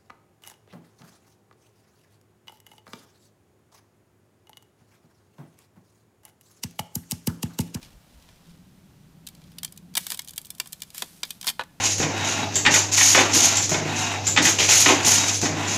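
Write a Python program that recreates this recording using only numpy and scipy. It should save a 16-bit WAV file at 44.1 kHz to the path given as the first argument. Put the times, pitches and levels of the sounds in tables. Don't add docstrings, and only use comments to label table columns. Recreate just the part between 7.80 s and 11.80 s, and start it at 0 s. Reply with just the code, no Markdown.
import sys
import numpy as np
from scipy import signal
from scipy.fft import rfft, irfft
from scipy.io import wavfile

SR = 44100
rng = np.random.default_rng(int(sys.argv[2]) if len(sys.argv) > 2 else 0)


def generate_wav(sig):
    pcm = np.round(np.clip(np.atleast_2d(sig).T, -1, 1) * 32767).astype(np.int16)
    wavfile.write(sys.argv[1], SR, pcm)


N = 176400
CRACK_ATTACK_S = 0.0015


def amp(db):
    return 10 ** (np.asarray(db) / 20)


def along(points, hz):
    point_hz, values = np.transpose(points)
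    return np.interp(np.log(hz + 1), np.log(point_hz + 1), values)


def envelope(points):
    return amp(np.interp(np.arange(N) / SR, *np.transpose(points)))


def minimum_phase(gain, size):
    cepstrum = irfft(np.log(np.maximum(gain, 1e-6)), size)
    cepstrum[1:size // 2] *= 2
    cepstrum[size // 2 + 1:] = 0
    return np.exp(rfft(cepstrum))


def coloured(x, tone):
    shaped = irfft(rfft(x) * amp(along(tone, np.fft.rfftfreq(N, 1 / SR))), N)
    return shaped / np.sqrt(np.mean(shaped ** 2) + 1e-20)


def add(track, start_s, sound):
    part = track[max(0, round(start_s * SR)):][:len(sound)]
    part += sound[:len(part)]


def strength(x):
    return np.sqrt(np.sum(x ** 2) / (.005 * SR) + 1e-20)


def traffic():
    # time in seconds, level in dB.
    levels = [(0, -63.5), (.6, -61.5), (.7, -56.5), (1.3, -55), (2.1, -53), (2.3, -59), (2.65, -58),
              (2.9, -60), (4, -57.5)]
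    # frequency in Hz, gain in dB.
    tone = [(20, -21), (50, -7.5), (75, -2.5), (105, -5), (165, 3.5), (210, -2.5), (280, -6), (450, -18.5),
            (900, -55), (3000, -80)]
    return envelope(levels) * coloured(rng.standard_normal(N), tone)


def engine():
    # time in seconds, level in dB.
    levels = [(0, -67), (.6, -73), (.7, -51.5), (.9, -61.5), (1.05, -61.5), (1.35, -58.5), (1.55, -64.5),
              (1.75, -56), (2.15, -51), (2.3, -64), (2.6, -70), (2.9, -61), (4, -69.5)]
    # frequency in Hz, gain in dB.
    tone = [(60, -42), (125, -16.5), (163, -2), (195, -6), (260, -35.5), (500, -57)]
    return envelope(levels) * coloured(rng.standard_normal(N), tone)


def air():
    # time in seconds, level in dB.
    levels = [(0, -58), (.15, -59.5), (.5, -60), (.7, -61.5), (.85, -62), (1.3, -62), (1.7, -61),
              (2.1, -62), (3.6, -61), (4, -60.5)]
    # frequency in Hz, gain in dB.
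    tone = [(240, 0), (400, -8), (602, -3.5), (1590, -10), (1770, -11), (2870, -12), (15000, -19.5)]
    return envelope(levels) * coloured(rng.standard_normal(N), tone)


def grains(tone, per_s, spread_db=2, t60=0.033):
    onsets = rng.random(N) < per_s / SR
    energy = onsets * amp(spread_db * rng.standard_normal(N)) ** 2
    power = signal.lfilter([1], [1, -amp(-60 / (t60 * SR)) ** 2], energy)
    return coloured(np.sqrt(np.abs(power)) * rng.standard_normal(N), tone)


def rustle():
    # time in seconds, level in dB.
    levels = [(0, -70), (.02, -49), (.032, -49), (.07, -56), (.12, -57), (.19, -74), (.3, -65), (.38, -64),
              (.5, -60), (.62, -61.5), (.7, -58), (.82, -68), (1.4, -76), (1.58, -62), (1.65, -62),
              (1.76, -61), (2, -108), (4, -78)]
    # frequency in Hz, gain in dB.
    tone = [(150, 12), (600, -7), (2000, -6.5), (3300, -3), (5500, -4.5), (9000, -11.5), (15000, -17)]
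    return envelope(levels) * grains(tone, per_s=450)


def volley(tone, t60, size=4096):
    crossover_hz, low_attack_s, low_linger = 1620, 0.00042, 3.35
    high_hold_s, spikiness = 0.00061, 0.15
    t, hz = np.arange(size) / SR, np.fft.rfftfreq(size, 1 / SR)
    ruptures = rng.standard_normal((2, size)) * np.exp(spikiness * rng.standard_normal(size))
    high_decay = amp(-60 * np.maximum(t - high_hold_s, 0) / t60)
    high = ruptures[0] * (1 - np.exp(-t / CRACK_ATTACK_S)) * high_decay
    low = ruptures[1] * (1 - np.exp(-t / low_attack_s)) * amp(-60 * t / (t60 * low_linger))
    low_share = 1 / (1 + (hz / crossover_hz) ** 4)
    spectrum = 0
    for band, share in ((low, low_share), (high, 1 - low_share)):
        eq = minimum_phase(np.sqrt(share) * amp(along(tone, hz)), size)
        spectrum += rfft(band / strength(band)) * eq
    burst = irfft(spectrum)
    return burst / strength(burst)


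def fracture(tone, modes, t60, ring_db, detune, size=4096):
    t = np.arange(size) / SR
    mode_hz, mode_db, mode_t60 = np.transpose(modes)[:, :, None]
    pitch_jitter, level_jitter, phase = rng.standard_normal((3, len(modes), 1))
    decays = amp(mode_db + 2.6 * level_jitter - 60 * t / mode_t60)
    partials = np.sin(2 * np.pi * (mode_hz * (1 + detune * pitch_jitter) * t + phase))
    ring = np.sum(decays * partials, axis=0) * (1 - np.exp(-t / CRACK_ATTACK_S))
    sound = volley(tone, t60) + amp(ring_db) * ring / strength(ring)
    return sound / strength(sound)


def crack(body_db, treble_db, body_hz=2160, treble_hz=6470):
    # frequency in Hz, gain in dB.
    tone = [(100, -20.5), (220, -2.5), (450, -18), (750, -4), (1000, 0.5), (1200, -3), (1700, 1),
            (2700, -4), (3300, 7), (5500, 3.5), (9000, 1), (12000, -1.5), (15000, -3)]
    # frequency in Hz, level in dB, t60 in seconds.
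    modes = [(767, -17.5, 0.027), (1009, -18.5, 0.033), (1734, -19, 0.055), (2363, -11.5, 0.04),
             (3070, -1, 0.017), (3368, -18, 0.061), (3660, -8, 0.026), (4800, -10.5, 0.039),
             (6680, -23, 0.0095), (8620, -4, 0.0073), (11020, -4.5, 0.0059)]
    sound = fracture(tone, modes, t60=0.015, ring_db=-6, detune=0.0465)
    spectrum, hz = rfft(sound), np.fft.rfftfreq(len(sound), 1 / SR)
    body, below_treble = (1 / (1 + (hz / edge) ** 8) for edge in (body_hz, treble_hz))
    log_gain = 0
    for share, db in ((body, body_db), (below_treble - body, 0), (1 - below_treble, treble_db)):
        band = irfft(spectrum * np.sqrt(np.abs(share)))
        log_gain += share * np.log(amp(db) / strength(band))
    return irfft(spectrum * minimum_phase(np.exp(log_gain), len(sound)))


def glaze(trim_db=-4):
    # start in seconds, level of the mids in dB before the trim,
    # body over the mids in dB, treble over the mids in dB.
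    cracks = [(0.0283, -41, -9, -5), (0.047, -45.5, -21, -6.5), (0.4235, -54, -10, -1),
              (0.4879, -48.5, -3, -10.5), (1.467, -40, -24, 2), (1.4714, -33.5, -17, 1),
              (1.4867, -43, -11, 6), (1.5494, -49, -17, -0.5), (1.6168, -53, -3, -7),
              (1.639, -51.5, -27, -7), (1.7176, -55, 0, 3), (1.7839, -32, -20.5, -0.5),
              (1.8312, -29.5, -9.5, 3.5), (1.8468, -27, -14, 5), (1.8774, -43.5, -23, -10),
              (1.9228, -48.5, -9, 11.5), (1.962, -58, -2, 7), (1.9748, -43, -24, 6.5),
              (2.1387, -46, -15, -1), (2.1524, -22.5, -10.5, 0), (2.1686, -26.5, -19, 9),
              (2.1716, -17.5, -6.5, -3), (2.1762, -23, -5.5, 10), (2.2664, -30, -6, 6),
              (2.3027, -27.5, -11, 5.5), (2.3125, -42.5, 5, 12), (2.3188, -27, -3.5, 5),
              (2.3446, -33, -10.5, 4), (2.3729, -40, -13, 7.5), (2.3917, -25.5, -9.5, 1.5),
              (2.418, -44.5, -13, 7), (2.4464, -47.5, -24, 7), (2.4749, -40.5, -18, 2.5),
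              (2.4836, -38, -23, 4), (2.4919, -40, -16, 4), (2.507, -46.5, -18, 12), (2.5343, -45.5, -8, 5),
              (2.56, -46, -20, 10), (2.567, -47, -12, 8), (2.5783, -26.5, -15.5, 4.5),
              (2.615, -51, -14, 13.5), (2.6475, -42.5, -23, 1.5), (2.6547, -49, -27, 12.5),
              (2.6673, -49, -23, 8), (2.7032, -34.5, -17.5, 8), (2.7493, -49, -25, 6),
              (2.7822, -50.5, -9, 9), (2.7994, -20, -8, 0.5), (2.858, -44.5, 0.5, 3), (2.872, -46, -13, 11),
              (2.9231, -45.5, -19, 11), (2.929, -32.5, -17.5, 5.5), (3.003, -48.5, -15, 4),
              (3.0194, -29, -16, 2), (3.0326, -40.5, -11, 2), (3.103, -44, -20, 2), (3.146, -41, -1.5, 8),
              (3.1794, -33.5, -10, 8), (3.221, -22.5, -2.5, 0), (3.4318, -18.5, -11.5, -8),
              (3.4508, -40, -8, 2), (3.5053, -27, -18, 1.5), (3.612, -34, -16, 3), (3.6284, -34, -9.5, -3),
              (3.6436, -34, -1, 0), (3.6688, -24, -3.5, 5), (3.6754, -17.5, -15, -5),
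              (3.6805, -17.5, -15, -7.5), (3.6847, -21.5, -10, -15), (3.6886, -22.5, -22, -1),
              (3.6914, -28.5, -4, 7), (3.6986, -24.5, -9.5, -2), (3.8355, -45.5, 3, 0.5)]
    out = np.zeros(N)
    for start, db, body_db, treble_db in cracks:
        add(out, start, amp(db + trim_db) * crack(body_db, treble_db))
    return out


def handling_bumps(width_s=0.033):
    # centre in seconds, level in dB.
    bumps = [(.16, -53), (.37, -53), (.5, -53), (2.54, -55)]
    # frequency in Hz, gain in dB.
    tone = [(20, -9), (50, 19), (85, 12), (140, -1), (400, -63)]
    t = np.arange(N) / SR
    swells = sum(amp(db) * np.exp(-((t - centre) / width_s) ** 2) for centre, db in bumps)
    return swells * coloured(rng.standard_normal(N), tone)


def ticks(count=2, window_s=(1.9, 2), level_db=-62.5, spread_db=6):
    out = np.zeros(N)
    for _ in range(count):
        start = rng.uniform(*window_s)
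        gain = amp(level_db + spread_db * rng.normal())
        add(out, start, gain * crack(body_db=-6, treble_db=-3.5))
    return out


def frost_crunch(trim_db=-4):
    # time in seconds, level in dB before the trim.
    levels = [(2.165, -79), (2.2, -39), (2.28, -41), (2.345, -35.5), (2.365, -57), (2.44, -59), (2.76, -59),
              (2.85, -51), (2.9, -57), (3.135, -56.5), (3.155, -40.5), (3.21, -38), (3.26, -48.5),
              (3.38, -51.5), (3.41, -54), (3.495, -47), (3.55, -52.5), (3.6, -60), (3.65, -40.5),
              (3.705, -29), (3.73, -62), (3.78, -68), (3.85, -74)]
    # frequency in Hz, gain in dB.
    tone = [(150, -28), (500, -5), (850, -20), (1200, -10.5), (2500, -3.5), (3300, -1), (5000, -0.5),
            (7000, -1.5), (12000, -0.5), (15000, -8.5)]
    return amp(trim_db) * envelope(levels) * grains(tone, per_s=1200)


def blade_flaps():
    # start in seconds, level in dB.
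    flaps = [(2.17, -48), (2.799, -44), (3.223, -40.5), (3.432, -48)]
    # frequency in Hz, gain in dB.
    tone = [(80, -22), (180, 12), (320, 13.5), (600, 6.5), (1000, -6), (2500, -38)]
    out = np.zeros(N)
    for start, db in flaps:
        add(out, start, amp(db) * volley(tone, t60=0.021))
    return out


def stalk_snap():
    # start in seconds, level in dB.
    snaps = [(3.7934, -21.5), (3.8015, -31.5), (3.8095, -28), (3.8171, -37.5)]
    # frequency in Hz, gain in dB.
    tone = [(100, -15.5), (250, -11.5), (520, -13.5), (1000, 3), (1500, -6.5), (2100, -10), (4000, -8),
            (5500, -22.5), (9000, -28), (15000, -36)]
    # frequency in Hz, level in dB, t60 in seconds.
    modes = [(525, -4.5, 0.089), (913, -1, 0.044), (1469, 9, 0.029), (1715, 2, 0.062), (2500, 1, 0.044),
             (3920, -7.5, 0.057)]
    out = np.zeros(N)
    for start, db in snaps:
        add(out, start, amp(db) * fracture(tone, modes, t60=0.018, ring_db=-3.5, detune=0.0061))
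    return out


def echoes(x, t60, pieces=20):
    t, out = np.arange(SR // 3) / SR, np.zeros(N)
    fade_in = 1 - np.exp(-(t / 0.01) ** 2)
    for k, piece in enumerate(np.array_split(x, pieces)):
        tail = rng.standard_normal(len(t)) * amp(-60 * t / t60) * fade_in
        add(out, k * N / pieces / SR, signal.fftconvolve(piece, tail / np.linalg.norm(tail)))
    return out


def scene():
    bed = traffic() + engine() + air() + handling_bumps() + rustle()
    leaf = frost_crunch() + stalk_snap() + blade_flaps() + glaze()
    near = amp(-17.5) * echoes(leaf, t60=0.043)
    yard = amp(-24) * echoes(leaf, t60=0.34)
    return (leaf + near + yard + bed + ticks())[None]


def record(dry, top_hz=15400):
    hz = np.fft.rfftfreq(N, 1 / SR)
    return irfft(rfft(dry) / np.sqrt(1 + (hz / top_hz) ** 160), N)


dry = scene()
out = record(dry)
generate_wav(out)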